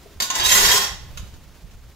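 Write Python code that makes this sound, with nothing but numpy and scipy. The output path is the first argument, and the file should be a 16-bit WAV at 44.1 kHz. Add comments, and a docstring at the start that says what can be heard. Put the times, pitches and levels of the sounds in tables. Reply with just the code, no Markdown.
"""Low wind buffets the microphones over a soft hiss, with dull knocks, likely a wooden handle.
A steel hoe is set down on concrete in a narrow walled passage, bounces, and is dragged once into
a heap of leaves. Grit slipping under the edge rasps and rings the blade; the walls answer.
Debris clicks as the leaves settle."""
import sys
import numpy as np
from scipy import signal
from scipy.fft import rfft, irfft
from scipy.io import wavfile

SR = 44100
rng = np.random.default_rng(int(sys.argv[2]) if len(sys.argv) > 2 else 0)


def put_to_file(sound):
    """Save the sound as 16-bit audio at rate SR, in the file named by the first command-line argument."""
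    columns = np.atleast_2d(sound).T  # one column per channel
    safe = np.clip(columns, -1, 1)
    whole_steps = np.round(safe * 32767)
    wavfile.write(sys.argv[1], SR, whole_steps.astype(np.int16))


N = 85995
TIME_S, BINS_HZ = np.arange(N) / SR, np.fft.rfftfreq(N, 1 / SR)


def amp(db):
    return 10 ** (np.asarray(db) / 20)


def unit_rms(x):
    return x / np.sqrt(np.mean(x ** 2) + 1e-20)


def at_hz(points, hz):
    """Glides between table rows along log frequency."""
    freq_hz, value = np.transpose(points)
    return np.interp(np.log(hz + 1), np.log(freq_hz + 1), value)


def automation(rows, column=1):
    """Glides between table rows over time."""
    rows = np.array(rows)
    return np.interp(TIME_S, rows[:, 0], rows[:, column])


def equalise(x, points):
    """Minimum-phase EQ that keeps the power of white noise."""
    log_gain = at_hz(points, abs(np.fft.fftfreq(4096, 1 / SR))) * np.log(10) / 20
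    taps = np.fft.ifft(np.exp(np.conj(signal.hilbert(log_gain)))).real[:2048]
    taps = (taps / np.linalg.norm(taps)).reshape((1,) * (x.ndim - 1) + (-1,))
    return signal.oaconvolve(x, taps, axes=-1)[..., :N]


def flutter(rate_hz):
    """Random wobble of unit spread around the given rate."""
    ratio = BINS_HZ / rate_hz
    return unit_rms(irfft(rfft(rng.standard_normal(N)) * np.sqrt(ratio) * np.exp(-ratio ** 2), N))


def stereo(a, b, likeness, pan):
    """Two signals become left and right, with width and balance set by frequency."""
    hz = np.fft.rfftfreq(len(a), 1 / SR)
    same, tilt = np.clip(at_hz(likeness, hz), 0, 1), amp(at_hz(pan, hz) / 2)
    left = rfft(a)
    right = same * left + np.sqrt(1 - same ** 2) * rfft(b)
    return irfft(np.array([left * tilt, right / tilt]), len(a))


def burst(start_s, level_db, decay_s):
    """Envelope of a sudden contact dying away."""
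    age_s = TIME_S - start_s
    return amp(level_db) * (age_s >= 0) * np.exp(-np.maximum(age_s, 0) / decay_s)


# Tone of the rumble: freq_hz, gain_db
WIND_EQ = [(8.8, -56), (15, -0.5), (38, -3.5), (63, 2.5), (86, -4.5), (119, -10.5), (189, -14.5),
           (275, -31.5), (300, -72.5), (390, -70), (660, -120)]
# Gusts swelling and dropping: time_s, level_db
GUSTS = [(0.0, -49), (0.124, -50), (0.14, -54), (0.162, -38.5), (0.222, -58), (0.39, -47), (0.406, -34),
         (0.612, -39), (0.634, -30), (0.868, -45.5), (0.944, -34.5), (0.972, -40.5), (1.032, -38),
         (1.194, -36.5), (1.226, -29.5), (1.254, -40.5), (1.596, -48.5), (1.606, -55), (1.644, -36),
         (1.694, -41), (1.71, -43), (1.748, -38), (1.78, -48), (1.89, -42.5), (1.922, -52), (1.95, -49)]


def wind(likeness=0.74, pan_right_db=2.5):
    """Gusts buffet the microphone ports with a lumpy rumble."""
    tone = amp(np.where(BINS_HZ > 600, -79, at_hz(WIND_EQ, BINS_HZ)))
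    left, other = irfft(rfft(rng.standard_normal((2, N))) * tone, N)
    right = likeness * left + np.sqrt(1 - likeness ** 2) * other
    balance = amp([[-pan_right_db / 2], [pan_right_db / 2]])
    return amp(automation(GUSTS)) * unit_rms(np.array([left, right])) * balance


# Tone of the hiss: freq_hz, gain_db
HISS_EQ = [(88, -19.5), (150, -8), (254, -10), (492, -12), (820, -16), (2040, -20), (3500, -21),
           (5100, -22.5), (7300, -24), (8000, -29), (12000, -29.5), (15800, -28)]
# Its fader ride: time_s, level_db
HISS_FADER = [(0, -50), (.19, -51), (1.0, -51.5), (1.15, -48.5), (1.3, -51.5), (1.42, -52.5), (1.5, -53),
              (1.57, -51), (1.66, -54), (1.95, -53.5)]
# Its width, opening toward the treble: freq_hz, left_right_likeness
HISS_LIKENESS = [(60, 0.8), (180, 0.88), (550, 0.9), (1650, 0.85), (4970, 0.58), (15000, 0.54)]
# Its balance: freq_hz, left_minus_right_db
HISS_PAN = [(60, -8), (240, 1), (950, 0.5), (3770, -2.5), (15000, -1.0)]


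def hiss():
    """A soft bed of distant hiss and settling leaves, thinning toward the end."""
    a, b = equalise(rng.standard_normal((2, N)), HISS_EQ)
    return amp(automation(HISS_FADER) + flutter(rate_hz=30)) * stereo(a, b, HISS_LIKENESS, HISS_PAN)


# Dull, woody knocks: start_s, level_db, pitch_hz, t60_s
KNOCKS = [(.056, -43, 405, 0.13), (0.057, -41.5, 660, 0.051), (0.093, -50, 430, .08),
          (0.216, -46.5, 240, .14), (0.3, -38, 268, .1), (0.361, -42, 258, 0.11)]


def knocks():
    """Each knock, likely the wooden handle, rings one low damped tone."""
    return sum(burst(start_s, db, t60_s / np.log(1000)) * np.sin(2 * np.pi * hz * (TIME_S - start_s))
               for start_s, db, hz, t60_s in KNOCKS)


def grit_slips(slips_per_s=7000, spread_db=4, bass_hz=2500, treble_hz=7600):
    """Grit slips under the edge in tiny random jolts: full band, bass only and treble only."""
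    strength = amp(spread_db * np.minimum(rng.exponential(1, N), 3))
    polarity = rng.choice([-1, 1], N)
    slipping = rng.random(N) < slips_per_s / SR
    jolts = unit_rms(strength * polarity * slipping)
    low_pass = 1 / (1 + (BINS_HZ / bass_hz) ** 6)
    high_pass = 1 - 1 / (1 + (BINS_HZ / treble_hz) ** 12)
    bass, treble = irfft(rfft(jolts) * np.array([low_pass, high_pass]), N)
    return jolts, bass, treble


def shelve(slips, bass_db, treble_db):
    """Bass and treble shelves on the slips."""
    jolts, bass, treble = slips
    return jolts + (amp(bass_db) - 1) * bass + (amp(treble_db) - 1) * treble


# The blade lands and bounces: start_s, level_db, bass_db, treble_db, skid_decay_s
BLOWS = [(0.2016, -13.5, -4, -1.5, 0.0034), (0.22, -17.5, -5.5, 2, 0.014), (.3015, -16, -2, -6.5, 0.0044),
         (0.3526, -22, 2.5, 3.5, 0.0051), (.4595, -15.5, -7, -6, 0.0073)]


def blade_blows(slips, tap_boost_db=11.5, tap_decay_s=0.00004):
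    """Each blow on the concrete is one sharp tap and a short gritty skid."""
    return sum(burst(start_s, db, skid_s) * shelve(slips, bass_db, treble_db)
               + burst(start_s, db + tap_boost_db, tap_decay_s)
               for start_s, db, bass_db, treble_db, skid_s in BLOWS)


# The scraping stroke: time_s, level_db, bass_db, treble_db
DRAG = [(.29, -50, 4, -4), (.33, -33.5, 5.5, -5), (.38, -30.5, 5, 2.5), (.42, -27, 4.5, -9),
        (.45, -21.5, -1, 3.5), (.485, -24.5, -5.5, 4), (.512, -15.5, 1.5, 1.5), (.535, -23.5, 0, 6.5),
        (.55, -18, 0, 6), (.565, -18.5, 3.5, 7), (.58, -16.5, -1, 1), (.6, -22.5, 3.5, 3.5),
        (.65, -18, 0, 1), (.685, -19, 4.5, 1.5), (.72, -18.5, -2, 0.5), (.745, -22, 5, 7.5),
        (.757, -17.5, -7.5, 0), (.79, -24.5, 2.5, 1.5), (.85, -31, 2.5, 0.5), (.92, -50, 6.5, -6),
        (.99, -60.5, -6, 9)]


def blade_drag(slips, judder_hz=49.6, judder_db=2, gate_db=-50):
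    """The edge judders over the floor in one pull."""
    level_db = automation(DRAG)
    force = amp(level_db + judder_db * flutter(judder_hz)) * (level_db > gate_db)
    return force * shelve(slips, automation(DRAG, column=2), automation(DRAG, column=3))


# Steel modes, each swelling when the contact favours it: pitch_hz, swell_time_s, bend_share
BLADE_MODES = [(200, .68, 0), (405, .62, 0), (1050, .45, 1), (1466, .76, 0), (1805, .66, 0),
               (2010, .65, .5), (2981, .5, 0), (3279, .76, 0), (3830, .45, 0), (4187, .6, 0),
               (4890, .65, 0), (5595, .71, 0), (6440, .52, 0), (6655, .57, 0), (7330, .55, 0),
               (7901, .76, 0), (10130, .56, 0), (12250, .5, 0), (13800, .48, 0)]
# Voicing of the same modes: width_hz, dragged_db, struck_db, swell_db
BLADE_VOICING = [(60, -19, -16, 1.5), (11.8, -14, -12, 6.5), (19.6, -6, 5, 13.5), (10, -11.5, 1.5, 13),
                 (15, -22, -6, 5), (40, -5.5, -8, 3), (29.4, -20, -18, 10), (45, -2, -9, 6.5),
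                 (38.3, -6, 2.5, 15), (40.3, -12.5, -10, 6.5), (65, -1, 1, 0), (50, -1.5, -7, 7.5),
                 (96, -8, 1, 1), (45, -6, 0.5, 9), (89, -5, 4, 8.5), (40, -20, -22, 14),
                 (58, -16.5, -17, 5), (90, -16, -7, 2), (120, -12, -20, 3)]
# Pressing the blade bends some low modes: time_s, pitch_ratio
BLADE_BEND = [(.3, 1.027), (.42, .98), (.54, 1.0), (.6, .97), (.7, .99), (.8, 1.03), (.9, 1.055)]


def blade_ring(blows, drag, swell_width_s=0.066, skip_hz=28.5, skip_db=5.5):
    """Blows and drag ring the steel; the dragged edge skips, so each mode flickers on its own."""
    bend = automation(BLADE_BEND)
    ring = np.zeros(N)
    for mode, voicing in zip(BLADE_MODES, BLADE_VOICING):
        pitch_hz, swell_time_s, bend_share = mode
        width_hz, dragged_db, struck_db, swell_db = voicing
        swell = np.exp(-((TIME_S - swell_time_s) / swell_width_s) ** 2)
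        drive = amp(struck_db) * blows
        drive += drag * amp(dragged_db + swell_db * swell + skip_db * flutter(skip_hz))
        carrier = np.exp(2j * np.pi * np.cumsum(pitch_hz * bend ** bend_share) / SR)
        pole = np.exp(-np.pi * width_hz / SR)
        gain = np.sqrt(2 * (1 - pole ** 2))  # equal noise power at any width
        ring += (carrier * signal.lfilter([gain], [1, -pole], drive / carrier)).imag
    return ring


# Broad rasp of the edge: freq_hz, gain_db
RASP_EQ = [(90, -39), (180, -13.5), (320, -33), (480, -8), (700, -6), (1000, -1), (1330, -8.5), (1900, 0.5),
           (2400, -6), (3300, -1), (5000, -2), (6400, -0.5), (7400, -4), (8200, -8), (11000, -9),
           (13800, -8), (15800, -16)]


def hoe(rasp_gain_db=1, ring_gain_db=-14):
    """The same slips feed the rasp of the edge and the ring of the blade."""
    slips = grit_slips()
    blows, drag = blade_blows(slips), blade_drag(slips)
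    rasp = equalise(drag + amp(-0.5) * blows, RASP_EQ)
    return amp(rasp_gain_db) * rasp + amp(ring_gain_db) * blade_ring(blows, drag)


# Clicks after the drag: start_s, level_db, decay_s
CLICKS = [(1.1735, -28, 0.005), (1.198, -48, .005), (1.274, -51, 0.0056), (1.339, -45, 0.0043),
          (1.636, -69, .003), (1.711, -48, .004)]
# Their crisp tone: freq_hz, gain_db
CLICK_EQ = [(400, -47), (800, -20), (1050, 2), (1600, 0), (3600, 0), (5200, -5), (6900, 1.5), (8200, -11),
            (13500, -9), (15800, -20)]


def debris_clicks():
    """Shifting debris gives off tiny snaps of noise."""
    return equalise(sum(burst(*click) for click in CLICKS) * rng.standard_normal(N), CLICK_EQ)


# Reverb tail of the passage: freq_hz, t60_s
WALL_DECAY = [(200, 0.55), (1000, 0.49), (4000, 0.52), (7000, 0.44), (9000, 0.39), (15000, 0.28)]
# Its width, narrow lows and wide highs: freq_hz, left_right_likeness
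WALL_LIKENESS = [(60, 0.78), (180, 1), (550, 0.83), (1650, 0.35), (4970, 0.079), (15000, 0.042)]
# Its balance: freq_hz, left_minus_right_db
WALL_PAN = [(60, -2), (180, 2), (550, 1), (1650, -1.0), (4970, -4), (15000, -0.5)]


def wall_response(first_echo_s=0.002, early_t60_s=0.043, late_db=-10.5):
    """Direct sound, then dense echoes: the near walls answer at once, the passage lingers."""
    length = SR // 2
    taps = np.zeros((2, length))
    slots = np.arange(round(first_echo_s * SR), length - 16, 16)
    arrivals = slots + rng.integers(0, 16, (2, len(slots)))
    np.put_along_axis(taps, arrivals, rng.choice([-1., 1.], arrivals.shape), 1)
    hz, t, bands = signal.stft(taps, SR, nperseg=128)
    fade = amp(-60 * t / early_t60_s) + amp(late_db - 60 * t / at_hz(WALL_DECAY, hz)[:, None])
    tail = signal.istft(bands * fade, SR, nperseg=128)[1][:, :length]
    tail[:, :slots[0]] = 0
    response = stereo(*tail, WALL_LIKENESS, WALL_PAN) / np.linalg.norm(tail[0])
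    # The direct sound is louder and a touch later on the right.
    right_lag_s = rng.uniform(0.0001, 0.0005)
    response[0, 0] += amp(-6)
    response[1, round(right_lag_s * SR)] += amp(-3)
    return response


def passage(x, crossfade_s=0.1099):
    """The blade moves on, so its echoes take new paths: six responses crossfade in a cycle."""
    step = TIME_S / crossfade_s
    fades = [np.cos(np.pi / 2 * np.clip((step - k + 3) % 6 - 3, -1, 1)) for k in range(6)]
    return sum(signal.fftconvolve((fade * x)[None], wall_response(), axes=1)[:, :N] for fade in fades)


def scene():
    """Knocks, hoe and debris echo in the passage; hiss and wind stay dry."""
    return passage(knocks() + hoe() + debris_clicks()) + hiss() + wind()


def record(dry, knee=0.65, headroom=0.25, cutoff_hz=15760):
    """Soft-clips any peaks above the knee, then cuts the top treble."""
    over = np.maximum(abs(dry) - knee, 0)
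    soft = dry - np.sign(dry) * (over - headroom * np.tanh(over / headroom))
    low_pass = signal.firwin(767, cutoff_hz, window=("kaiser", 11), fs=SR)
    return signal.oaconvolve(soft, low_pass[None], "same")


dry = scene()
out = record(dry)
put_to_file(out)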